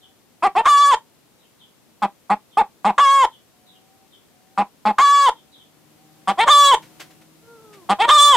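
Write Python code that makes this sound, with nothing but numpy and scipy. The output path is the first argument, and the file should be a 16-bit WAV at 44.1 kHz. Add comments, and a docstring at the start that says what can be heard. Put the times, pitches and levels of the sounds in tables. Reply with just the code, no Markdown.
"""A sparrow chirps over soft yard hiss, then a hen cackles close to the microphone in a small wooden coop:
short hoarse clucks, then a long clear squawk, five times over. Her syrinx pulses through throat and beak,
and the plank walls ring. Outside, sparrows whistle, a far rooster crows and a low drone sets in;
near the end straw rustles and a second hen croons. The stereo recorder holds the loudest calls down."""
import sys
import numpy as np
from scipy import signal
from scipy.fft import rfft, irfft
from scipy.io import wavfile
from scipy.ndimage import uniform_filter1d

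SR = 44100
rng = np.random.default_rng(int(sys.argv[2]) if len(sys.argv) > 2 else 0)


def wav_out(sig):
    """Save sig, one row per channel (or a flat mono array), as 16-bit PCM at SR to the path in sys.argv[1]."""
    wavfile.write(sys.argv[1], SR, np.round(np.clip(np.atleast_2d(sig).T, -1, 1) * 32767).astype(np.int16))


N = 368676
CUTOFF_HZ = 15800
LEAN_LEFT_DB = [[1.2], [-1.2]]   # the yard lies a little left of the microphone


def from_db(db):
    """Decibels to gain."""
    return 10 ** (np.asarray(db) / 20)


def rms_one(x):
    """Scale to rms 1."""
    return x / np.sqrt(np.mean(x ** 2) + 1e-20)


def butter(x, order, hz, kind="low"):
    """Butterworth filter."""
    return signal.sosfilt(signal.butter(order, hz, kind, fs=SR, output="sos"), x)


def at_hz(points, hz):
    """Read a spectrum on a log-frequency axis."""
    knots_hz, values = np.transpose(points)
    return np.interp(np.log(hz), np.log(knots_hz), values)


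def coloured(white, spectrum):
    """Shape noise by a spectrum."""
    hz = np.maximum(np.fft.rfftfreq(N, 1 / SR), 1)
    return irfft(rfft(white) * from_db(at_hz(spectrum, hz)), N)


def moments(start_s, length_s):
    """First sample and seconds since it."""
    at = round(start_s * SR)
    return at, np.arange(min(round(length_s * SR), N - at)) / SR


def wobble(rate_hz, size):
    """Low-passed noise of spread 1."""
    run_in = int(SR / rate_hz)
    noise = rng.standard_normal((*size[:-1], size[-1] + run_in))
    return rms_one(butter(noise, 2, rate_hz)[..., run_in:])


def fade(t, rise_s, fall_s):
    """Linear ramps at both ends."""
    return np.clip(np.minimum(t / rise_s, (t[-1] - t) / fall_s), 0, 1)


def bell(t, width_s):
    """Gaussian, 1 at t = 0."""
    return np.exp(-(t / width_s) ** 2)


def soft_note(curve, partials, waver):
    """A held note of a few partials, slightly unsteady in pitch and level."""
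    times, *columns = np.transpose(curve)
    at, t = moments(times[0], times[-1] - times[0])
    pitch, level_db = (np.interp(times[0] + t, times, column) for column in columns)
    bend, swell = wobble(19.6, (2, len(t)))
    phase = 2 * np.pi * np.cumsum(pitch * (1 + waver * bend)) / SR
    note = sum(from_db(db + 10) * np.sin(k * phase) for k, db in partials)
    out = np.zeros(N)
    out[at:at + len(t)] = note * from_db(level_db + 2 * swell) * fade(t, .014, .013)
    return out


# Yard and microphone hiss: f/Hz, relative density/dB
HISS_SPECTRUM = [(30, -23.5), (50, -15), (123, -3.5), (228, -1), (1540, -16.5), (3470, -17.5),
                 (5190, -19.5), (14500, -21.5), (15700, -32.5)]
# Its course: t/s, level/dB
HISS_LEVEL = [(0, -57), (5.798, -56), (5.899, -55), (7.001, -51), (7.298, -54.5), (8.36, -49.5)]
# Its likeness between the channels: f/Hz, correlation
HISS_LIKENESS = [(60, 0.13), (240, 0.11), (950, 0.6), (3770, 0.043), (15000, 0.012)]


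def air():
    """Hiss all round the microphone, most alike left and right near 1 kHz, rising late."""
    hz = np.maximum(np.fft.rfftfreq(N, 1 / SR), 1)
    mid, side = rfft(rng.standard_normal((2, N)))
    alike = at_hz(HISS_LIKENESS, hz)
    pair = irfft(np.sqrt(1 + alike) * mid + np.sqrt(1 - alike) * side * [[1], [-1]], N)
    level_db = np.interp(np.arange(N) / SR, *np.transpose(HISS_LEVEL))
    return from_db(level_db) * rms_one(coloured(pair, HISS_SPECTRUM)) * from_db(LEAN_LEFT_DB)


# Drone, far outside: t/s, f/Hz, relative level/dB
DRONE_CURVE = [(5.35, 150.5, -84.5), (6.52, 157.1, -69.5), (7.9, 159, -78)]
# Its partials: multiple, gain/dB
DRONE_HARMONICS = [(1, 4.5), (2, 5)]


def drone():
    """A low hum that creeps up in pitch, swells and recedes."""
    return soft_note(DRONE_CURVE, DRONE_HARMONICS, waver=.0015)


# Rooster, far off: t/s, length/s, share before the peak, nominal f/Hz, relative level/dB
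CROW_NOTES = [(0, 0.13, 0.54, 788, -71), (3.522, 0.55, 0.76, 789, -69), (4.301, 0.33, 0.67, 785, -68.5),
              (5.361, 0.63, 0.041, 777, -76.5), (5.946, 0.37, 0.22, 788, -70.5),
              (6.822, 0.45, 0.4, 768, -69.5)]


def rooster():
    """Thin notes that rise in pitch and level, then hold their pitch as they fade."""
    out = np.zeros(N)
    for s, length, peak, hz, db in CROW_NOTES:
        curve = [(s, .925 * hz, db - 8.5), (s + peak * length, hz, db), (s + length, hz, db - 3.5)]
        out += soft_note(curve, partials=[(.98, .013)], waver=.0014)
    return out


# Sparrows out in the yard: t/s, relative level/dB, start f/Hz, end f/Hz
SPARROW_CHIRPS = [(.002, -48, 4150, 3160), (1.37, -59, 4470, 3590), (1.41, -58, 3220, 2910),
                  (1.585, -47, 4270, 3190), (2.5, -50, 4080, 3250), (3.299, -48, 4220, 3130),
                  (3.654, -49.5, 4330, 3594), (3.719, -54, 3760, 2981), (4.105, -48.5, 4190, 3230),
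                  (5.341, -51.5, 4030, 3270), (5.51, -46.5, 4941, 3400), (5.57, -48.5, 4130, 3220)]


def sparrows():
    """Falling, trilled whistles that level out, smeared by the yard's echoes."""
    out, t = np.zeros(N), np.arange(int(.065 * SR)) / SR
    trill_hz = 240 * np.sin(2 * np.pi * 65 * t)
    arch = np.sin(np.pi * t / t[-1])
    for s, db, start_hz, end_hz in SPARROW_CHIRPS:
        hz = end_hz + (start_hz - end_hz) * np.exp(-t / .014) + trill_hz
        at = round(s * SR)
        out[at:at + len(t)] += from_db(db) * arch * np.sin(2 * np.pi * np.cumsum(hz) / SR)
    t = np.arange(SR // 3) / SR
    echoes = rng.standard_normal((2, len(t))) * from_db(-60 * t / .28 - 29)
    echoes[:, 0] = .13   # the direct sound
    return signal.fftconvolve(out[None], echoes, axes=1)[:, :N]


# Second hen, faint and centred: t/s, f/Hz, relative level/dB
CROON_CURVE = [(7.42, 456, -66.5), (7.52, 467.5, -54.5), (7.64, 442.8, -58), (7.76, 406, -57),
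               (7.87, 318, -60)]
# Her partials: multiple, gain/dB
CROON_HARMONICS = [(1, -2), (2, -12), (3, -7.5)]


def second_hen():
    """One soft, wavering croon that sinks in pitch."""
    return soft_note(CROON_CURVE, CROON_HARMONICS, waver=.0077)


# Straw in the coop: t/s, relative level/dB, length/s
STRAW_RUSTLES = [(6.824, -50, 0.074), (7.001, -33.5, 0.041), (7.104, -53, 0.043), (7.217, -51.5, 0.0262),
                 (7.731, -48.5, 0.048)]
# Its colour: f/Hz, relative density/dB
STRAW_SPECTRUM = [(180, -51.5), (300, 5.5), (959, 3.5), (1880, 8.5), (6730, -2.5), (15000, -13)]


def straw():
    """Each rustle is a snap and a dying swarm of grains."""
    t, swarm = np.arange(N) / SR, np.zeros(N)
    for s, db, length in STRAW_RUSTLES:
        age = np.maximum(t - s + .0051, 0)
        swarm += from_db(db + 5) * np.minimum(age / .012, 1) * np.exp(-age / (length / 2))
    mid, side = rng.standard_normal((2, N)) * from_db(2.84 * np.minimum(rng.exponential(1, N), 5))
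    return swarm * rms_one(coloured(mid + .41 * side * [[1], [-1]], STRAW_SPECTRUM))


# Modes of the coop around the microphone: f/Hz, width/Hz, gain/dB
WOOD_MODES = [(205, 31, -1.3), (768, 24, -13), (950, 17, -20.5), (2590, 33, -6.5), (3360, 24, -14)]


def coop(x, t60_s=.13):
    """Plank walls: a few ringing modes and short echoes, unlike left and right only in the treble."""
    t = np.arange(SR // 3) / SR
    mid, side = rng.standard_normal((2, len(t))) * from_db(-60 * t / t60_s) * (t > .0015)
    echoes = butter(mid, 1, 4200) + 1.5 * butter(side, 2, 3500, "high") * [[1], [-1]]
    out = from_db(-37) * signal.fftconvolve(x[None], echoes, axes=1)[:, :N]
    for hz, width_hz, db in WOOD_MODES:
        radius, angle = np.exp(-np.pi * width_hz / SR), 2 * np.pi * hz / SR
        poles = [1, -2 * radius * np.cos(angle), radius ** 2]
        out += from_db(db) * (1 - radius ** 2) / 2 * signal.lfilter([1, 0, -1], poles, x + 1e-18)
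    return out


def ports(x):
    """The recorder's body shades the left microphone port: less treble there, more on the right."""
    return x + .2 * butter(x, 2, [2400, 6500], "band") * [[-1], [1]]


def resonance(hz, centre_hz, width_hz):
    """Complex response, gain 1 on top."""
    return 1j * hz * width_hz / (centre_hz ** 2 - hz ** 2 + 1j * hz * width_hz)


def vocal_tract(t, hz, pitch, shut_s):
    """Resonances of throat, beak and mouth; the beak's dies away as it shuts."""
    sinking_hz = 823 * (1 + .059 * bell(t, .0088))
    throat = resonance(hz, np.maximum(2 * pitch, sinking_hz), 132)   # follows a high second partial
    beak = 1.3 * bell(t, shut_s) * resonance(hz, 1160, 170)
    pipe = .38 * resonance(hz, 2076, 350)
    ring = .64 * resonance(hz, np.clip(6 * pitch, 3230, 3400), 272)
    return throat + beak + pipe - ring + .042


# The near hen's voice before the throat: f/Hz, relative level/dB
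SYRINX_SPECTRUM = [(200, 2), (500, -8), (1000, -4.5), (1450, -10), (1720, -6.5), (2300, -19), (2850, -24),
                   (3400, -4.5), (5500, -18), (7500, -12), (10000, -23), (12000, -33.5), (15500, -32)]


def voice(t, pitch, levels, rough, colour, flicker_db, spread, shut_s):
    """Syrinx pulses as partials through the vocal tract, levelled in four bands."""
    hop = 8   # samples between updates of the colour
    level_db, first_db, middle_db, ring_db, treble_db = (
        np.broadcast_to(db, t.shape)[::hop] for db in levels)
    k = np.arange(1, CUTOFF_HZ // np.median(pitch) + 2)[:, None]
    slow_pitch = pitch[::hop]
    hz = k * slow_pitch
    middle = np.clip((hz - 1150) / 250, 0, 1)
    source = from_db(at_hz(SYRINX_SPECTRUM, hz) + at_hz(colour, hz) + middle_db * middle)
    shape = source * vocal_tract(t[::hop], hz, slow_pitch, shut_s)
    ring_edge_hz = np.clip(5.5 * slow_pitch, 2900, 3400)
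    band = 1 * (k > 1) + (hz > ring_edge_hz) + (hz > ring_edge_hz + 700)
    for i, db in enumerate((first_db, 0, ring_db, treble_db)):   # first partial, body, ring, treble
        power = np.sum(np.abs(shape * (band == i)) ** 2, axis=0) / 2
        shape = np.where(band == i, shape * from_db(level_db + db) / np.sqrt(power + 1e-20), shape)
    # high partials flicker, swelling and sinking at random; the ring is steadier
    depth_db = flicker_db * np.clip((hz - 1300) / 1200, 0, 1) / (1 + .6 * (band == 2))
    shape *= from_db(depth_db * wobble(hop * 18, hz.shape))
    # the treble of each pulse is spread in time
    smear = spread * 2 * np.pi * rng.random(k.shape) * np.clip(hz / 4000 - .4, 0, 1)
    shape = np.repeat(shape * np.exp(1j * smear), hop, axis=1)[:, :len(t)]
    jitter, shimmer = wobble(340, (2, len(t)))   # uneven cycles
    cycles = np.cumsum(pitch) / SR - .002 * pitch[0]   # the first pulse comes 2 ms in
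    phase = 2 * np.pi * k * cycles + k ** .8 * rough * jitter
    return np.sum(shape * np.exp(1j * phase), axis=0).real * (1 + .9 * rough * shimmer)


# Clucks, close to the microphone: t/s, length/s, f/Hz, scoop/share, end drop/share, level/dB,
# swell-in/dB, brightness/dB, rise/s, beak open/s
CLUCK_CALLS = [ (0.423, 0.062, 409.7, 0.27, 0.11, -12, 10, -26, 0.0027, 0.044),
               (0.551, .07, 444.5, 0.26, -0.035, -12, 13, -23.5, 0.0017, 0.015),
               (2.019, 0.05, 197.8, -0.13, -0.02, -15, 5, -27.5, 0.003, 0.02),
               (2.295, 0.056, 212.5, 0.15, 0.017, -13, 6, -30, .006, 0.019),
               (2.57, 0.055, 460.9, 0.16, 0.23, -8.5, 6, -31, 0.003, 0.011),
               (2.845, 0.072, 221.4, 0.154, 0.21, -12.5, 4, -26.5, 0.0021, 0.015),
               (4.575, 0.06, 206.7, 0.07, 0.081, -14.5, 4, -30.5, 0.0021, 0.015),
               (4.852, 0.07, 217.1, 0.042, 0.085, -13, 5, -28.5, .0015, 0.012),
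               (6.273, .056, 198.6, 0.066, 0.015, -13.5, 6.5, -15, 0.0035, 0.03),
               (6.373, 0.078, 446, 0.29, -0.074, -12.5, 24.5, -12, 0.0025, 0.016),
               (7.889, 0.054, 205, 0.16, 0.039, -12, 9.5, -16.5, 0.006, 0.037),
               (7.985, 0.079, 449, 0.26, -0.075, -13, 23.5, -10.5, 0.0018, 0.0081), ]
# Colour of their treble: f/Hz, gain/dB
CLUCK_TOP = [(3950, 0), (4700, 3.5), (6300, -11), (8400, 0), (12000, -5.5)]


def clucks(turn_share=.48, loudest_share=.26):
    """Short hoarse pulse trains: the level arches, mostly the pitch too; darker as the beak shuts."""
    out = np.zeros(N)
    colour = [(620, -4), (780, 0), (2350, 0), (2620, 8), (2900, -6), *CLUCK_TOP]
    for s, length, hz, scoop, drop, db, swell_db, bright_db, rise_s, beak_s in CLUCK_CALLS:
        at, t = moments(s, length)
        progress = t / t[-1]
        before = np.maximum(1 - progress / turn_share, 0)
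        after = np.maximum(progress - turn_share, 0) / (1 - turn_share)
        pitch = hz * (1 - scoop * before - drop * after ** 1.3)
        rough = .068 + .04 * np.exp(-t / .008) + .12 * bell(t[-1] - t, .014)
        fade_db, first_db = (5.5, -16.5) if hz < 300 else (1, -17)
        level_db = np.interp(progress, [0, loudest_share, 1], [db - swell_db, db, db - fade_db])
        middle_db = -8.5 + swell_db * (.7852 - before) - 8 * after ** 2
        dull_start_db = .5 * swell_db * before + 1.5 * np.exp(-t / .022) + 12 * bell(t, .004)
        shut_db = 4 - 14 * progress ** 1.4 - dull_start_db
        ring_db = bright_db + 1 + .79 * shut_db
        treble_db = -13 + .51 * bright_db + shut_db
        levels = level_db, first_db, middle_db, ring_db, treble_db
        call = voice(t, pitch, levels, rough, colour, flicker_db=4.5, spread=.37, shut_s=beak_s)
        out[at:at + len(t)] += call * fade(t, rise_s, fall_s=.012)
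    return out


# Squawks, just as close: t/s, length/s, level/dB; re level: first partial at the start/dB, ring/dB,
# treble/dB; beak opens after/s, brightening/dB, lead-in/dB
SQUAWK_CALLS = [ (0.654, 0.3, -6.5, -30.5, -21, -24, 0.028, 1.98, -20.5),
                (2.979, 0.28, -6.5, -24, -21.5, -26, .05, .1, -43),
                (4.982, .32, -6.5, -30.5, -21, -24, 0.0302, 0.19, -40),
                (6.475, 0.28, -3.5, -16.5, -15, -22, 0.032, 6.7, -15.5),
                (8.086, 0.287, -4, -18, -11, -19.5, 0.092, 7.3, -15.5), ]
# Held part of each squawk: t/s, second partial f/Hz
SQUAWK_HOLDS = [
    [(.686, 1200), (.705, 1162), (.78, 1134), (.81, 1159), (.86, 1133), (.9, 1145), (.918, 1082)],
    [(3.008, 1158), (3.045, 1123), (3.08, 1087), (3.1, 1102), (3.17, 1105), (3.215, 1067)],
    [(5.027, 1165), (5.055, 1129), (5.12, 1141), (5.215, 1131), (5.259, 1107)],
    [(6.507, 1209), (6.535, 1153), (6.61, 1146), (6.713, 1108)],
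    [(8.118, 1225), (8.142, 1179), (8.165, 1201), (8.187, 1141), (8.22, 1167), (8.272, 1162), (8.32, 1131)],
]


def squawks(lead_s=.022, crack_s=.023, sag_s=.023, open_s=.0079, close_s=.045):
    """A clear held note that rasps as it cracks in and as it collapses; an open beak brightens it."""
    out = np.zeros(N)
    for row, held in zip(SQUAWK_CALLS, SQUAWK_HOLDS):
        s, length, db, first_db, ring_db, treble_db, opens_s, open_db, lead_db = row
        at, t = moments(s - lead_s, length + lead_s)
        t = t - lead_s
        end, left_s = s + length, length - t
        crack = [(s + .0055, 1177.6), (s + .011, 1037.6)]
        collapse = [(end - .04, 1047), (end - sag_s, 1000.6), (end - .013, 858.6), (end, 969)]
        second_hz = np.interp(s + t, *np.transpose([*crack, *held, *collapse]))
        pitch = uniform_filter1d(second_hz, 140, mode="nearest") / 2 * (1 + .002 * wobble(64, t.shape))
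        rough = .011 + .025 * np.exp(-np.abs(t) / opens_s) + .21 * bell(t, .024) + .13 * bell(left_s, .03)
        bright_db = open_db * np.clip(np.minimum((t - opens_s) / open_s, left_s / close_s - 1), 0, 1)
        rasp = np.clip(2 - left_s / sag_s, 0, 1)
        leading = np.clip(-t / .003, 0, 1)
        levels = (db - 3 * t / length,
                  first_db + (-16.5 - first_db) * (t / length) ** 3 + 21 * leading,
                  8.5 * bell(t, crack_s) + 3 * rasp + .12 * bright_db,   # the middle flares at both ends
                  ring_db + bright_db + 4 * rasp,
                  treble_db + bright_db - 1.5 * np.exp(-np.maximum(t, 0) / .044))
        thin_db = 3.5 - .7269 * open_db   # thinner the more the beak opens
        colour = [(1700, 2), (2300, -4), (2900, -.5), (3950, -7.5),
                  (4500, thin_db), (6000, thin_db), (7000, 1)]
        envelope = np.interp(t, [-lead_s, -lead_s / 3, 0, .006, length - .008, length],
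                             [0, from_db(lead_db - 11.5), from_db(lead_db), 1, 1, 0])
        call = voice(t, pitch, levels, rough, colour, flicker_db=3.5, spread=1, shut_s=.0088)
        out[at:at + len(t)] += call * envelope
    return out


def hen():
    """All her calls; a small bird sends out no bass."""
    return butter(clucks(), 4, 175, "high") + butter(squawks(), 4, 330, "high")


def scene():
    """The hen close up in her coop, everything fainter around her."""
    near = hen()
    far = (rooster() + drone()) * from_db(LEAN_LEFT_DB)
    return ports(near) + coop(near) + far + second_hen() + sparrows() + straw() + air()


def record(dry):
    """Gain control eases loud calls, a lopsided capsule adds rumble, peaks are rounded, the top is cut."""
    loud_db = 10 * np.log10(uniform_filter1d(np.mean(dry ** 2, axis=0), size=400) + 1e-12)
    held = dry * from_db(-.55 * np.maximum(loud_db + 12.3, 0))
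    rumble = butter(held ** 2, 2, 110)
    capsule = butter(held + .12 * held ** 2 + .1 * rumble, 2, 30, "high")
    rounded = 1.6 * np.tanh(capsule / 1.6)
    return signal.sosfilt(signal.ellip(16, .5, 75, CUTOFF_HZ, fs=SR, output="sos"), rounded)


dry = scene()
out = record(dry)
wav_out(out)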